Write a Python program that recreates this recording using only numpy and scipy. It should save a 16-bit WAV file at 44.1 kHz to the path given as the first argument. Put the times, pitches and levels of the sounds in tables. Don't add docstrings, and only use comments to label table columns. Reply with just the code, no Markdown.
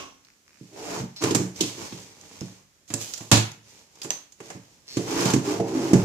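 import sys
import numpy as np
from scipy import signal
from scipy.fft import rfft, irfft, next_fast_len
from scipy.io import wavfile
from scipy.ndimage import uniform_filter1d, map_coordinates

SR = 44100
rng = np.random.default_rng(int(sys.argv[2]) if len(sys.argv) > 2 else 0)


def unload_audio(sound):
    columns = np.transpose(np.atleast_2d(sound))
    steps = np.round(np.clip(columns, -1, 1) * 32767)
    wavfile.write(sys.argv[1], SR, steps.astype(np.int16))


N = 266364
TIME = np.arange(N) / SR
RING_TIME = TIME[:SR // 2]

# (start [s], end [s])
SQUEEZES = [(.22, 0.347), (.45, .62)]
# (time [s], level [dB], centre [Hz], t60 [s])
BUCKLES = [(0.249, -50.5, 4450, 0.016), (1.162, -41.5, 4440, 0.15), (1.351, -16, 7080, 0.056),
           (1.56, -40.5, 5300, 0.13), (1.606, -31.5, 3820, 0.013), (2.212, -43.5, 6200, 0.022),
           (2.409, -34.5, 5200, 0.018), (2.878, -49.5, 6000, 0.063), (2.939, -17.5, 6950, 0.031),
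           (3.137, -26.5, 5520, 0.039), (3.177, -32.5, 6600, 0.039), (3.517, -38, 6040, .02),
           (3.955, -50, 5860, .045), (4.0172, -30.5, 4500, 0.046), (4.032, -33.5, 7000, 0.15),
           (4.105, -18, 5980, 0.017), (4.322, -46, 6400, 0.057)]
# (start [s], loudest [s], end [s], swish [dB], rub [dB])
ARM_STROKES = [(0.45, 0.704, 1.9, -57, -67.5), (1.529, 1.626, 1.83, -37.5, -45),
               (1.756, 1.813, 1.895, -39.5, -42), (1.79, 1.953, 2.152, -43.5, -51),
               (2.01, 2.373, 2.683, -48, -54), (3.587, 3.748, 3.9, -51.5, -60),
               (3.84, 4.085, 4.2, -52.5, -57.5), (4.364, 4.48, 4.6, -46.5, -54.5),
               (4.52, 4.666, 5, -58, -64.5), (4.85, 4.975, 5.5, -41, -55.5)]
# (time [s], wall pitch [Hz], base [dB], walls [dB], contact [dB], rim share [0-1])
BOX_KNOCKS = [(0.609, 264, -39, -44.5, -70, 0), (1.238, 318, -26, -26, -26, 0.4),
              (1.308, 322, -42, -19.5, -29, 0.8), (1.348, 266, -22, -20.5, -22.5, 0),
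              (1.395, 296, -22.5, -25.5, -52, .3), (1.608, 344, -29.5, -21.5, -22, 1),
              (1.635, 302, -34.5, -26.5, -34, 0.8), (1.78, 342, -67.5, -38.5, -62, .4),
              (1.923, 328, -35.5, -39.5, -42, 0.65), (2.415, 330, -29.5, -33.5, -47, .02),
              (4.046, 404, -39.5, -36.5, -37.5, 0), (4.105, 291, -69, -46, -31, 0.44),
              (4.403, 453, -47, -38.5, -41.5, 0), (4.502, 463, -47, -43, -36.5, 0),
              (4.549, 256, -36, -43, -57, .1), (4.97, 363, -22.5, -19.5, -31, 0.23),
              (5.256, 302, -18, -35, -27, .3), (5.302, 372, -45, -35, -29, .5),
              (5.336, 250, -15, -17.5, -25, 0.14), (5.361, 333, -17, -18.5, -37, .4),
              (5.601, 464, -24.5, -21, -38, 0.13), (5.933, 340, -10, -11, -25.5, 0.02)]
# (start [s], end [s], attack [s], scrape [dB], drumming [dB], judder [dB], wall pitch [Hz])
BOX_SHOVES = [(0.67, 1.072, 0.3, -33, -36.5, -26.5, 520), (1.2, 1.367, .05, -24.5, -24, -33, 314),
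              (1.346, 1.513, 0.025, -50, -33, -35, 296), (4.956, 5.1, 0.022, -42, -31, -46, 360.3),
              (5.03, 5.391, .14, -26.5, -26, -34, 358), (5.4, 5.635, .09, -30, -26, -30.5, 385),
              (5.576, 6.12, 0.22, -35, -24.5, -23, 340)]
# (start [s], end [s], slip rate [1/s], level [dB], pitch [Hz])
STICK_SLIPS = [(1.163, 1.211, 210, -42.5, 4240), (4.88, 4.98, 140, -43.5, 4400),
               (5.597, 5.608, 140, -26.5, 660), (5.626, 5.679, 130, -40, 770)]
# (time [s], spray [dB], gurgle [dB])
SLOSH_LEVELS = [(2.885, -45, -75), (2.985, -48.5, -64), (3.015, -30, -57), (3.06, -38, -54.5),
                (3.31, -50, -50)]
# (time [s], body [dB], contact [dB], rib share [0-1])
FLIP_BLOWS = [(2.903, -36, -40, 0.25), (2.9367, -28, -39, 0), (3.207, -37.5, -44, .02),
              (3.3151, -14.5, -12.5, 0.39), (3.325, -14, -18.5, 0.82)]

# (frequency [Hz], level [dB], t60 [s])
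LIGHT_OBJECT_MODES = [(270, -10, 0.71), (1077, 4, 0.39), (1130, 3.5, 0.29), (2590, -4, 0.36),
                      (2780, -1, 0.24), (5690, -7, 0.63)]
BOX_SHELL_MODES = [(111.1, -5, 0.38), (129.7, 0.5, 0.22), (159.6, -2.5, 0.22), (187.3, -1, 0.26),
                   (224.7, -0.5, 0.13), (263.3, -5, 0.12), (288.3, -7, 0.39), (332.4, 0.5, 0.17),
                   (390.4, -3, 0.12), (439.8, -6.5, 0.25), (455, -4, 0.13), (567, -13.5, 0.4),
                   (671.4, -12, 0.36), (862, -14, 0.67), (970, -15, 0.15)]
BOTTLE_BODY_MODES = [(112, 1, .25), (160, 1, .1), (213, -5, .2), (254, -9, .12), (284, -3, .15),
                     (336, -3, .16), (455, -10, .17), (573, -11, .18), (697, -15, .18), (985, -14, .2),
                     (1688, -18, .17), (2635, -18, .17)]

# (frequency [Hz], level [dB])
CLACK_SPECTRUM = [(200, -30.5), (500, -6.5), (950, -3.5), (1400, -8.5), (2100, -8), (3000, -13),
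                  (8000, -52)]
SNAP_SPECTRUM = [(1200, -29.5), (2100, -11.5), (2700, 0), (4300, 0), (5500, -8), (12000, -39)]
TICK_SPECTRUM = [(1500, -43), (3500, -14), (5000, -4), (6900, 1), (8200, -1.5), (10000, -5.5),
                 (15000, -16.5)]
RASP_SPECTRUM = [(150, -2.5), (450, 4.5), (700, 1.5), (900, 8), (1300, 0), (2000, -4.5), (3000, -8),
                 (5000, -27), (12000, -47.5)]
GRIT_SPECTRUM = [(900, -27), (2200, -3.5), (3500, -5.5), (5200, -2.5), (6900, -3.5), (8200, -5),
                 (10000, -8), (15000, -12.5)]
HAND_SPECTRUM = [(30, -40.5), (70, -4.5), (120, -3), (200, -8), (330, -9.5), (500, -10.5), (1000, -29.5),
                 (4000, -55.5)]
ROOM_TONE_SPECTRUM = [(30, 3), (120, -0.5), (300, -6.5), (700, -11.5), (1500, -11), (4000, -13),
                      (7000, -10), (10000, -13), (15000, -16)]
RATTLE_SPECTRUM = [(100, -5.5), (400, 0.5), (700, -3), (1100, 2.5), (1800, -8.5), (2800, -2),
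                   (4200, -10.5), (6000, -7), (12000, -22)]
CASE_SPECTRUM = [(500, -15.5), (1300, 1.5), (2500, 4), (3500, -15), (5000, -0.5), (8000, -13),
                 (12000, -18)]
SPRAY_SPECTRUM = [(500, -9), (1700, -16), (2800, -9), (5000, -7.5), (6900, -4.5), (9000, -8.5),
                  (15000, -13.5)]

# (frequency [Hz], t60 [s])
KITCHEN_T60 = [(100, 0.46), (500, 0.31), (2000, 0.4251), (7000, 0.27), (15000, 0.4)]
# (frequency [Hz], level [dB])
KITCHEN_SPECTRUM = [(80, -10.5), (300, -9), (700, -4), (2000, -5.5), (7000, -6), (15000, -8)]
# (frequency [Hz], gain [dB])
LEFT_MIC = [(20, -30.5), (45, -0.5), (70, -19.5), (100, -4), (300, 0.47), (1000, -2), (4500, -1), (6300, 1),
            (8000, -11), (14000, -13), (16000, -11.5)]
RIGHT_MIC = [(20, -38.5), (45, -8.5), (70, 3), (100, -1.5), (300, 2), (1000, -1.34), (4500, -0.36),
             (7000, 3), (9000, -5), (14000, -4.5), (16000, -12.5)]


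def amp(db):
    return 10 ** (np.asarray(db) / 20)


def unit(x, size=None):
    return x / np.sqrt(np.mean(x[..., :size] ** 2) + 1e-18)


def struck(x, db):
    return amp(db) * unit(x, size=SR // 50)


def at_hz(points, hz):
    frequencies, values = np.transpose(points)
    return np.interp(np.log(np.maximum(hz, 1)), np.log(frequencies), values)


def convolve(x, response):
    size = next_fast_len(x.shape[-1] + len(response))
    return irfft(rfft(x, size) * rfft(response, size), size)[..., :x.shape[-1]]


def colour(x, spectrum, size=2048):
    gain = amp(at_hz(spectrum, np.fft.rfftfreq(size, 1 / SR)))
    cepstrum = irfft(np.log(gain))
    cepstrum[1:size // 2] *= 2
    cepstrum[size // 2 + 1:] = 0
    return convolve(x, irfft(np.exp(rfft(cepstrum))))


def varispeed(x, speed):
    return map_coordinates(x, [np.cumsum(speed)], order=1, mode="mirror")


def add(track, time, sound):
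    i = max(int(time * SR), 0)
    track[:, i:i + sound.shape[-1]] += sound[..., :N - i]


def walk(rate):
    return np.interp(TIME * rate, np.arange(4096), rng.standard_normal(4096))


def swell(start, end, attack_s, release_s):
    rise = np.clip((TIME - start) / attack_s, 0, 1)
    fall = np.clip((end - TIME) / release_s, 0, 1)
    return (np.sin(np.pi / 2 * rise) * np.sin(np.pi / 2 * fall)) ** 2


def decay(t60):
    return np.exp(-np.log(1000) * RING_TIME / t60)


def radiated(size, shared=0.15):
    both, *own = rng.standard_normal((3, size))
    return np.sqrt(shared) * both + np.sqrt(1 - shared) * np.array(own)


def grains(rate, spread_db):
    impacts = (rng.random(N) < rate / SR) * radiated(N)
    return impacts * amp(spread_db * np.minimum(rng.exponential(size=N), 4))


def burst(t60):
    return radiated(len(RING_TIME)) * decay(t60)


def ring(modes, detune=0.008, rise_cycles=0.075):
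    hz, db, t60 = np.transpose(modes)[:, :, None]
    hz = hz * (1 + detune * rng.standard_normal(hz.shape))
    envelope = (1 - np.exp(-hz * RING_TIME / rise_cycles)) * decay(t60)
    return amp(db) * envelope * np.sin(2 * np.pi * (hz * RING_TIME + rng.random(hz.shape)))


def light_tap():
    out = np.zeros((2, N))
    rattle = colour(burst(t60=0.38), RATTLE_SPECTRUM)
    tone = ring(LIGHT_OBJECT_MODES).sum(0)
    add(out, 0, struck(tone, db=-42.5) + struck(rattle, db=-37.5))
    return out


def grip_ticks(rate=70, level_db=-62.5):
    slip_count = np.cumsum(rate * amp(0.92 * walk(35))) / SR
    slips = np.diff(np.floor(slip_count), prepend=0)
    ticks = colour(slips * amp(2 * walk(51.1)) * radiated(N), CASE_SPECTRUM)
    squeeze = sum(swell(start, end, attack_s=0.022, release_s=0.023) for start, end in SQUEEZES)
    return amp(level_db) * squeeze * unit(ticks)


def plastic_clicks():
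    out = np.zeros((2, N))
    for time, db, hz, t60 in BUCKLES:
        spectrum = [(200, -22), (hz / 3, -17), (hz, -8), (hz, 0), (hz * np.sqrt(2), -11), (hz * 2, -17)]
        snap = colour(burst(t60), spectrum)
        add(out, time, amp(db) * unit(snap, size=SR // 300))
    return out


def sleeve_rustle(trim_db=-1, speed_power=0.71):
    swish, rub = sum(amp(levels_db)[:, None] * swell(start, end, peak - start, end - peak) ** speed_power
                     for start, peak, end, *levels_db in ARM_STROKES)
    fibres = swish * unit(colour(grains(rate=11000, spread_db=3), GRIT_SPECTRUM))
    folds = rub * unit(colour(grains(rate=2100, spread_db=4.5), RASP_SPECTRUM))
    hand = rub * unit(colour(grains(rate=1200, spread_db=-0.5).mean(0), HAND_SPECTRUM))
    flutter = amp(1.1 * walk(35))
    return amp(trim_db) * (flutter * (fibres + folds) + hand)


def base_and_walls(pitch_hz, focus_db=14, split_hz=250):
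    hz = np.array(BOX_SHELL_MODES)[:, 0]
    modes = ring(BOX_SHELL_MODES, detune=0.011)
    low = hz < split_hz
    favour = amp(-focus_db * abs(np.log2(hz / pitch_hz)))
    return modes[low].sum(0), favour[~low] @ modes[~low]


def contact_levels(db, stiff_share, even_db, brighten):
    share = np.clip(stiff_share, 0.001, 0.999)
    clack_db = db + 10 * np.log10(1 - share)
    snap_db = db + 10 * np.log10(share)
    tick_db = db + brighten * (db - even_db)
    return clack_db, snap_db, tick_db


def crack(levels_db, t60, rattle_db, rattle_t60):
    out = 0
    for spectrum, db in zip((CLACK_SPECTRUM, SNAP_SPECTRUM, TICK_SPECTRUM), levels_db):
        shell = burst(t60) + amp(rattle_db) * burst(rattle_t60)
        out += struck(colour(shell, spectrum), db)
    return out


def box_knocks(trim_db=-3):
    out = np.zeros((2, N))
    for time, pitch_hz, base_db, wall_db, contact_db, rim_share in BOX_KNOCKS:
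        base, walls = base_and_walls(pitch_hz)
        add(out, time, struck(base, base_db) + struck(walls, wall_db))
        levels_db = contact_levels(contact_db, rim_share, even_db=-28, brighten=0.44)
        add(out, time, crack(levels_db, t60=0.073, rattle_db=-15.5, rattle_t60=0.46))
    return amp(trim_db) * out


def box_drumming(wall_gain, base_gain, pitch_hz, slip_rate=1300, flex=0.0493):
    out = np.zeros(N)
    moving = wall_gain + base_gain > amp(-90)
    slips = (rng.random(N)[moving] < slip_rate / SR) * rng.standard_normal(N)[moving]
    base, walls = base_and_walls(pitch_hz, focus_db=13)
    flexed = varispeed(convolve(slips, walls), 1 + flex * walk(14)[moving])
    out[moving] = wall_gain[moving] * unit(flexed) + base_gain[moving] * unit(convolve(slips, base))
    return out


def stone_scrape(rasp_gain, grit_gain, brisk_db=-32, glide=0.12):
    grain = unit(grains(rate=5000, spread_db=1.5))
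    coarse_specks = amp(-4) * unit(grains(rate=130, spread_db=2))
    stone = colour(grain + coarse_specks, RASP_SPECTRUM)
    speed = np.clip((rasp_gain / amp(brisk_db) + 1e-6) ** glide, 0.6, 1.03)
    rasp = amp(-2) * rasp_gain * unit(np.array([varispeed(side, speed) for side in stone]))
    hiss = amp(-4) * grit_gain * unit(colour(grains(rate=6900, spread_db=1), GRIT_SPECTRUM))
    pressure = amp(2 * walk(45))
    return pressure * (rasp + hiss)


def box_slides(drum_power=0.72, grit_power=0.9, judder_s=0.069, judder_lead_s=0.048):
    drumming, rasp_gain, grit_gain = 0, 0, 0
    wall_chatter = amp(-2 + 1.5 * walk(22))
    for start, end, attack_s, scrape_db, drum_db, judder_db, pitch_hz in BOX_SHOVES:
        speed = swell(start, end, attack_s, release_s=0.13)
        drive = amp(drum_db) * speed ** drum_power
        stop = end - judder_lead_s
        judder = amp(judder_db) * swell(stop - judder_s, stop + judder_s, judder_s, judder_s)
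        base_gain = amp(-13) * drive + amp(-4) * judder
        drumming += box_drumming(wall_chatter * drive, base_gain, pitch_hz)
        rasp_gain += amp(scrape_db) * speed
        grit_gain += amp(scrape_db) * speed ** grit_power
    return drumming + stone_scrape(rasp_gain, grit_gain)


def box_creaks():
    out = np.zeros((2, N))
    for start, end, rate, db, hz in STICK_SLIPS:
        slip_count = np.cumsum(rate * (1 + 0.06 * walk(60))) / SR
        slips = np.diff(np.floor(slip_count), prepend=-1)[:int((end - start) * SR)]
        chirp = ring([(hz, 0, 45 / hz), (hz * 1.233, -2, 32 / hz)]).sum(0)
        add(out, start, amp(db) * unit(convolve(slips, chirp)))
    return out


def water_slosh(bubble_count=160, bubble_t60=0.018):
    times, *columns = np.transpose(SLOSH_LEVELS)
    gains = [amp(np.interp(TIME, times, db, left=-np.inf, right=-np.inf)) for db in columns]
    spray, gurgle = uniform_filter1d(np.array(gains), size=400, axis=1)
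    bubbles = np.zeros((2, N))
    for when, octaves in rng.random((bubble_count, 2)) * [times[-1] - times[0], 2]:
        hz = 300 * 2 ** octaves
        phase = 2 * np.pi * hz * RING_TIME * (1 + 2 * RING_TIME)
        add(bubbles, times[0] + when, np.sin(phase) * decay(bubble_t60))
    patter = colour(grains(rate=11000, spread_db=1.5), SPRAY_SPECTRUM)
    return spray * unit(patter) + amp(3) * gurgle * bubbles


def bottle_rocking(start_s=3.339, gap_s=0.0165, level_db=-23.5, rib_share=0.6):
    return [(start_s + k * gap_s, level_db, level_db, rib_share) for k in range(3)]


def bottle_blows(body_trim_db=-1, crack_trim_db=-2):
    out = np.zeros((2, N))
    for time, body_db, contact_db, rib_share in FLIP_BLOWS + bottle_rocking():
        add(out, time, struck(ring(BOTTLE_BODY_MODES).sum(0), body_db + body_trim_db))
        levels_db = contact_levels(contact_db, rib_share, even_db=-2, brighten=0.05)
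        add(out, time, amp(crack_trim_db) * crack(levels_db, t60=0.12, rattle_db=-12, rattle_t60=0.19))
    return out


def diffuse_noise(size, shared_hz=550):
    mid, side = rng.standard_normal((2, size))
    likeness = 1 / (1 + (np.fft.rfftfreq(size, 1 / SR) / shared_hz) ** 4)
    mid = irfft(rfft(mid) * np.sqrt((1 + likeness) / 2), size)
    side = irfft(rfft(side) * np.sqrt((1 - likeness) / 2), size)
    return np.array([mid + side, mid - side])


def kitchen_reverb(x, build_s=0.01, lowest_hz=125, bands=8):
    size = len(RING_TIME)
    hz = np.fft.rfftfreq(size, 1 / SR)
    octave = np.clip(np.log2(np.maximum(hz, 1) / lowest_hz), 0, bands - 1)
    noise = rfft(diffuse_noise(size))
    tail = 0
    for k in range(bands):
        band = irfft(noise * np.maximum(1 - abs(octave - k), 0), size)
        t60 = at_hz(KITCHEN_T60, lowest_hz * 2 ** k)
        envelope = decay(t60) * (1 - np.exp(-RING_TIME / build_s))
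        tail += band * envelope / np.linalg.norm(envelope)
    return np.array([convolve(mic, colour(side, KITCHEN_SPECTRUM)) for mic, side in zip(x, tail)])


def room_tone(level_db=-60):
    return amp(level_db) * np.array([unit(colour(side, ROOM_TONE_SPECTRUM)) for side in diffuse_noise(N)])


def from_right(x, lag_s, right_db):
    left = np.interp(TIME - np.round(lag_s * SR) / SR, TIME, x[0])
    return np.array([amp(-right_db / 2) * left, amp(right_db / 2) * x[1]])


def scene():
    knocks = box_knocks() + light_tap()
    bottle = bottle_blows() + water_slosh()
    clicks = plastic_clicks()
    rubbing = box_slides() + sleeve_rustle() + box_creaks() + grip_ticks()
    direct = (from_right(knocks, lag_s=0.00023, right_db=2)
              + from_right(bottle, lag_s=0.00007, right_db=2)
              + from_right(clicks, lag_s=0.0003, right_db=3)
              + from_right(rubbing, lag_s=0.00012, right_db=0.6))
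    reflections = kitchen_reverb(amp(-2.5) * knocks + bottle + clicks + rubbing)
    return direct + reflections + room_tone()


def record(dry):
    mics = np.array([colour(dry[0], LEFT_MIC), colour(dry[1], RIGHT_MIC)])
    top_cut = signal.ellip(8, 0.2, 70, 15400, fs=SR, output="sos")
    return signal.sosfilt(top_cut, np.clip(mics, -1, 1))


dry = scene()
out = record(dry)
unload_audio(out)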